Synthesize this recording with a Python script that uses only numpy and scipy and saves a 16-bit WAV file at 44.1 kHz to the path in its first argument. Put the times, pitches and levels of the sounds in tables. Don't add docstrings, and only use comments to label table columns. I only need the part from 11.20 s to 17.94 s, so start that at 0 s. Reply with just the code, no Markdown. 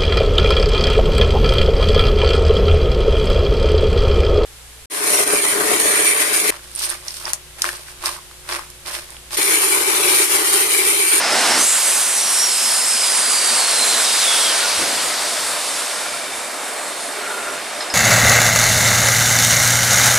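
import sys
import numpy as np
from scipy import signal
from scipy.fft import rfft, irfft, next_fast_len
from scipy.io import wavfile
from scipy.ndimage import uniform_filter1d, map_coordinates

SR = 44100
rng = np.random.default_rng(int(sys.argv[2]) if len(sys.argv) > 2 else 0)


def dump(signal):
    limited = np.clip(np.atleast_2d(signal).T, -1, 1)
    pcm = np.round(limited * 32767).astype(np.int16)
    wavfile.write(sys.argv[1], SR, pcm)


N = 297221

# time in seconds, hum in dB, rumble in dB.
DRAUGHT_LEVELS = [(0.0, -27, -56), (0.38, -31.5, -56), (0.55, -55, -73), (1.3, -59, -77), (2.1, -44, -61),
                  (2.9, -42, -70), (3.4, -35, -60), (3.7, -32, -53), (4.7, -36.5, -57.5), (5.1, -34, -58.5),
                  (5.5, -32, -57), (5.9, -34.5, -59), (6.74, -32.5, -61)]
# frequency in Hz, level in dB.
HUM_EQ = [(100, -40), (170, -23), (250, -8.5), (400, -7.5), (555, -3), (580, -1), (606, 7.5), (640, -7),
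          (685, 4.5), (745, -5.5), (1400, -12.5), (2500, -50)]
RUMBLE_EQ = [(20, -40), (50, -25), (75, 2), (95, -8), (125, -6), (160, 2), (220, -5), (400, -40)]
# start and end in seconds, centre in Hz, width in Hz, level in dB.
BREATH_BANDS = [(0.06, 0.47, 303, 240, -35), (.5, 3.09, 237, 46, -53.5), (3.39, 3.53, 1450, 70, -30),
                (0.06, .42, 800, 350, -30.5), (3.58, 3.7, 1470, 90, -34), (3.8, 3.98, 1300, 80, -37),
                (4.5, 5.05, 1400, 120, -41.5), (6.0, 6.18, 1460, 90, -35), (6, 6.4, 1390, 90, -33),
                (2.5, 5.2, 3650, 300, -40), (5.1, 7.2, 3660, 200, -44), (3.4, 4.4, 4550, 500, -36.5),
                (5.5, 6.2, 4250, 320, -43.5), (6.3, 6.55, 4250, 220, -44), (4.8, 5.35, 2320, 200, -39),
                (5.93, 6.12, 2280, 200, -40), (7, 6.3, 2420, 100, -42), (5.9, 6.4, 403, 100, -39)]
# start in seconds, level in dB, pitch in Hz, 60 dB decay in seconds.
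THUD_PUFFS = [(3.565, -40.5, 80, 0.4), (3.585, -27.5, 302, 0.7)]
# start in seconds, level in dB, outer-mode trim in dB, knock in dB.
CLINK_HITS = [(6.606, -22.5, 1, -2), (6.622, -26, 2, -1), (6.7, -19, -9, -21), (6.725, -24, -13, -20)]
# pitch in Hz, level in dB, 60 dB decay in seconds.
STEEL_MODES = [(5130, -1, 0.075), (5080, -12, 0.22), (5300, -7, 0.04), (4880, -8, 0.05), (3880, -5, 0.04),
               (4120, -2, 0.07), (3680, -5, 0.05)]
# time in seconds, then roar, rush, hiss and fizz in dB.
JET_LEVELS = [(0.0, -22, -22, -27.5, -44), (0.08, -20.5, -21.5, -27, -42), (0.2, -20.5, -20.5, -23, -39),
              (0.35, -19, -20, -22.5, -37), (0.41, -22.5, -22.5, -17.5, -30),
              (0.48, -26.5, -25.5, -18, -33), (0.6, -26.5, -23.5, -19.5, -33),
              (0.9, -27.5, -25, -19.5, -34.5), (1.6, -28, -23.5, -19.5, -34.5),
              (2.05, -26, -24, -20.5, -41), (2.4, -24.5, -22.5, -20, -42), (3.05, -23.5, -21, -20, -36),
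              (3.4, -24, -21.5, -23, -38), (3.8, -26, -25, -25.5, -38.5), (4.45, -28, -27, -26.5, -41),
              (5.25, -31.5, -33.5, -32.5, -48.5), (5.65, -30, -34.5, -32, -45),
              (5.88, -32.5, -34.5, -32, -46), (5.97, -28.5, -34.5, -33, -45),
              (6.74, -30.5, -35, -35.5, -50)]
# frequency in Hz, level in dB.
ROAR_EQ = [(60, -60), (130, -30.5), (220, -13.5), (600, -2), (900, 0), (1500, 0.5), (2200, -1.5),
           (3200, -8.5), (5000, -36)]
RUSH_EQ = [(1200, -34), (2200, -6), (3000, -2.5), (4000, 0), (5200, 1), (6000, -2), (6800, -7.5),
           (9000, -44)]
HISS_EQ = [(4500, -47), (6300, -7.5), (7500, -2), (8800, -0.5), (10000, -3), (11000, -10), (12000, -16),
           (13500, -59)]
FIZZ_EQ = [(9500, -30), (11000, 1), (12000, 0), (13000, -2.5), (14000, -11), (14900, -31)]
# time in seconds, pitch in Hz, level in dB, width in Hz.
SCREECH_PATH = [(0, 5090, -32, 250), (.15, 5100, -27, 180), (.2, 5210, -36, 400), (.26, 5250, -29, 200),
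                (.34, 5240, -30, 250), (.385, 5480, -31, 400), (.4, 6100, -23, 150), (.43, 6180, -22, 200),
                (.46, 7500, -26, 1600), (.59, 7450, -21, 900), (.61, 7000, -42, 900), (.66, 6270, -33, 300),
                (.93, 5900, -36, 250), (.99, 5800, -28, 200), (1.05, 5700, -33, 251.5),
                (1.07, 5600, -25, 150.5), (1.13, 5600, -34, 199.5), (1.2, 5610, -22, 99.4),
                (1.27, 5600, -23, 100), (1.3, 5280, -29, 200.5), (1.36, 5350, -30, 299.6),
                (1.4, 5300, -35, 300), (1.45, 5250, -25, 350), (1.54, 5150, -32, 250),
                (1.6, 5200, -28, 200), (1.68, 5330, -27, 250), (1.73, 5130, -29, 200.3),
                (1.82, 5050, -26, 301), (1.91, 4930, -27, 250), (1.95, 4930, -37, 300),
                (2.02, 4880, -32, 299), (2.12, 4790, -27, 149.6), (2.18, 4740, -32, 249),
                (2.22, 4620, -31, 201.4), (2.32, 4610, -24.5, 150), (2.36, 4450, -33, 251),
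                (2.44, 4380, -27, 250), (2.5, 4400, -26, 251), (2.53, 4090, -30, 200),
                (2.62, 4110, -29, 250), (2.7, 4100, -28, 199), (2.75, 4000, -29, 129.7),
                (2.8, 3980, -34, 200), (2.83, 3730, -30, 150.4), (2.87, 3720, -28, 130),
                (2.92, 3690, -37, 250), (3.02, 3730, -31, 198.6), (3.05, 3490, -29, 199.6),
                (3.11, 3450, -25, 149.8), (3.17, 3370, -35, 250), (3.24, 3290, -28, 200),
                (3.28, 3280, -33, 200), (3.31, 3080, -27, 100.3)]
# frequency in Hz, side against mid in dB.
HALL_WIDTH = [(60, -13), (350, -19), (1000, -13.5), (2500, -12.5), (5000, -10.5), (7200, -9.5), (8600, -3),
              (9600, -2), (11500, -4), (14000, -9)]
# time in seconds, left over right in dB, left lag in microseconds,
# scatter trim in dB.
STEAM_POSITION = [(0, -1, -6, 0), (.36, -1.5, -6, 0), (.45, -2, 19, -0.5), (1.4, -2, 18, 0.5),
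                  (2.3, -2, 18, 0), (3.4, -1, 15, 1), (3.8, -0.5, 8, 0.5), (4.2, -0.5, 1, -2),
                  (4.6, -1, -2, 0), (6.74, -1.5, 3, 0.5)]
# frequency in Hz, left over right in dB, left phase lead in radians.
STEREO_TILT = [(60, -3, .3), (210, -2.5, 0.32), (500, -1.5, 0.36), (1150, 0.5, 0.3), (2700, 0.8, .01),
               (9500, 0.1, .01), (14500, 2, .01)]

CALM_SHARE, CALM_S = 0.4, 3.9
SCREECH_END_S, SCREECH_SIDE_DB = 3.35, -3
PITCH_WANDER, DROPOUT_DB = 0.005, 1.3
SKIRT_HZ, SKIRT_DB = 800, -3
HALL_T60_S, HALL_DB = 0.25, -7
BREATH_HOLD_S = 0.15
TOP_HZ = 15050


def amp(db):
    return 10 ** (np.asarray(db) / 20)


def unit(x):
    return x / np.sqrt(np.mean(x ** 2) + 1e-20)


def along(points, hz):
    f, values = np.transpose(points)
    return np.interp(np.log(hz + 1), np.log(f + 1), values)


def curves(rows):
    times, *columns = np.transpose(rows)
    return [np.interp(np.arange(N) / SR, times, column) for column in columns]


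def wobble(rate):
    return map_coordinates(rng.standard_normal(int(N * rate / SR) + 4), [np.arange(N) * rate / SR])


def gate(start, end, fade):
    t = np.arange(N) / SR
    return np.clip(np.minimum(t - start, end - t) / fade, 0, 1)


def filtered(x, response):
    size = next_fast_len(N + SR // 2)
    return irfft(rfft(x, size) * response(np.fft.rfftfreq(size, 1 / SR)), size)[..., :N]


def turbulence(eq, patchy_db):
    cells = signal.stft(rng.standard_normal((2, N)), nperseg=512)[2]
    eddies = uniform_filter1d(rng.standard_normal(cells.shape[1:]), size=8, axis=0)
    eddies = uniform_filter1d(eddies, size=12, axis=1)
    pair = signal.istft(cells * amp(patchy_db * unit(eddies)), nperseg=512)[1][:, :N]
    pair = filtered(pair, lambda hz: amp(along(eq, hz)))
    return pair / np.std(pair[0])


def pitched_noise(hz, width_hz, steady):
    tone = np.exp(2j * np.pi * np.cumsum(hz) / SR)
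    knots = np.cumsum(np.abs(width_hz)) / SR
    draw = lambda: map_coordinates(rng.standard_normal(N // 20), [knots % (N // 20 - 4)])
    return np.array([unit(((steady + draw() + 1j * draw()) * tone).real) for _ in range(2)])


def puff(low_hz, high_hz, samples):
    band = signal.butter(2, [low_hz, high_hz], "band", fs=SR, output="sos")
    return unit(signal.sosfilt(band, rng.standard_normal(samples)))


def far_draught():
    hum_db, rumble_db = curves(DRAUGHT_LEVELS)
    hum = amp(hum_db + 0.69 * wobble(6)) * turbulence(HUM_EQ, patchy_db=0.8)
    rumble = amp(rumble_db + 3.1 * wobble(9.7)) * turbulence(RUMBLE_EQ, patchy_db=-0.5)
    return hum + rumble


def breath_bands():
    size = next_fast_len(N)
    breath = rfft(rng.standard_normal((2, size)))
    f = np.fft.rfftfreq(size, 1 / SR)
    out = np.zeros((2, N))
    for start, end, hz, width_hz, db in BREATH_BANDS:
        band = irfft(breath * np.exp(-(2 * (f - hz) / width_hz) ** 2), size)[:, :N]
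        power = np.abs(uniform_filter1d(band ** 2, size=round(BREATH_HOLD_S * SR)))
        out += gate(start, end, fade=0.059) * amp(db + wobble(5.5)) * band / np.sqrt(power + 1e-20)
    return out


def thud():
    out, t = np.zeros(N + SR), np.arange(SR // 3) / SR
    for start, db, hz, t60 in THUD_PUFFS:
        envelope = amp(db - 60 * t / t60) * (1 - np.exp(-t / 0.0076))
        out[round(start * SR):][:len(t)] += envelope * puff(hz / 1.25, hz * 1.74, len(t))
    return out[:N]


def clinks():
    out, t = np.zeros(N + SR), np.arange(SR // 3) / SR
    main_hz = STEEL_MODES[0][0]
    attack = 1 - np.exp(-t / 0.0013)
    for start, db, outer_db, knock_db in CLINK_HITS:
        ring = np.zeros(len(t))
        for hz, mode_db, t60 in STEEL_MODES:
            trim_db = outer_db if abs(hz - main_hz) > 120 else 0
            rough_phase = np.cumsum(rng.normal(0, 0.09, len(t)))
            ring += amp(mode_db + trim_db - 60 * t / t60) * np.sin(2 * np.pi * hz * t + rough_phase)
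        knock = amp(knock_db - 60 * t / 0.093) * puff(730, 2100, len(t))
        out[round(start * SR):][:len(t)] += amp(db) * (ring * attack + knock)
    return out[:N]


def screech():
    hz, db, width_hz = curves(SCREECH_PATH)
    core_gain = amp(db + DROPOUT_DB * wobble(21.89))
    core = core_gain * pitched_noise(hz * (1 + PITCH_WANDER * wobble(25)), width_hz, steady=0.05)
    skirt_gain = amp(uniform_filter1d(db, size=SR // 5) + SKIRT_DB)
    skirt = skirt_gain * pitched_noise(hz, np.maximum(width_hz, SKIRT_HZ), steady=0)
    direct = gate(0, SCREECH_END_S, fade=0.025) * (core + skirt)
    tail = rng.standard_normal((2, SR)) * amp(-60 * np.arange(SR) / SR / HALL_T60_S)
    reverb = signal.fftconvolve(direct[:1], tail / np.linalg.norm(tail[0]), axes=1)[:, :N]
    return (direct + amp(HALL_DB) * reverb) * amp([[0], [SCREECH_SIDE_DB]])


def steam_jet():
    roar_db, rush_db, hiss_db, fizz_db = curves(JET_LEVELS)
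    flutter = wobble(9) * (CALM_SHARE + (1 - CALM_SHARE) * gate(-1, CALM_S, fade=0.5))
    roar = amp(roar_db + 0.46 * flutter) * turbulence(ROAR_EQ, patchy_db=1.0)
    rush = amp(rush_db + 0.5 * flutter + 0.8 * wobble(4.86)) * turbulence(RUSH_EQ, patchy_db=0.9)
    hiss = amp(hiss_db + 0.56 * flutter + 0.6 * wobble(20)) * turbulence(HISS_EQ, patchy_db=0.9)
    fizz = amp(fizz_db + 1.5 * flutter + 0.54 * wobble(10)) * turbulence(FIZZ_EQ, patchy_db=1.0)
    return roar + rush + hiss + fizz


def scene():
    mid, side = steam_jet() + screech() + breath_bands() + far_draught()
    pan_db, lag_us, scatter_db = curves(STEAM_POSITION)
    side = amp(scatter_db) * filtered(side, lambda hz: amp(along(HALL_WIDTH, hz)))
    side -= lag_us * 1e-6 * SR / 2 * np.gradient(mid)
    left = amp(pan_db / 2) * (mid + side)
    right = amp(-pan_db / 2) * (mid - side)
    return np.array([left, right]) + thud() + clinks()


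def record(dry):
    balance_db = [(hz, db) for hz, db, _ in STEREO_TILT]
    phase_lead = [(hz, radians) for hz, _, radians in STEREO_TILT]
    halves = np.array([[0.5], [-0.5]])
    tilt = lambda hz: amp(along(balance_db, hz)) * np.exp(1j * along(phase_lead, hz))
    return filtered(dry, lambda hz: tilt(hz) ** halves * (hz < TOP_HZ))


dry = scene()
out = record(dry)
dump(out)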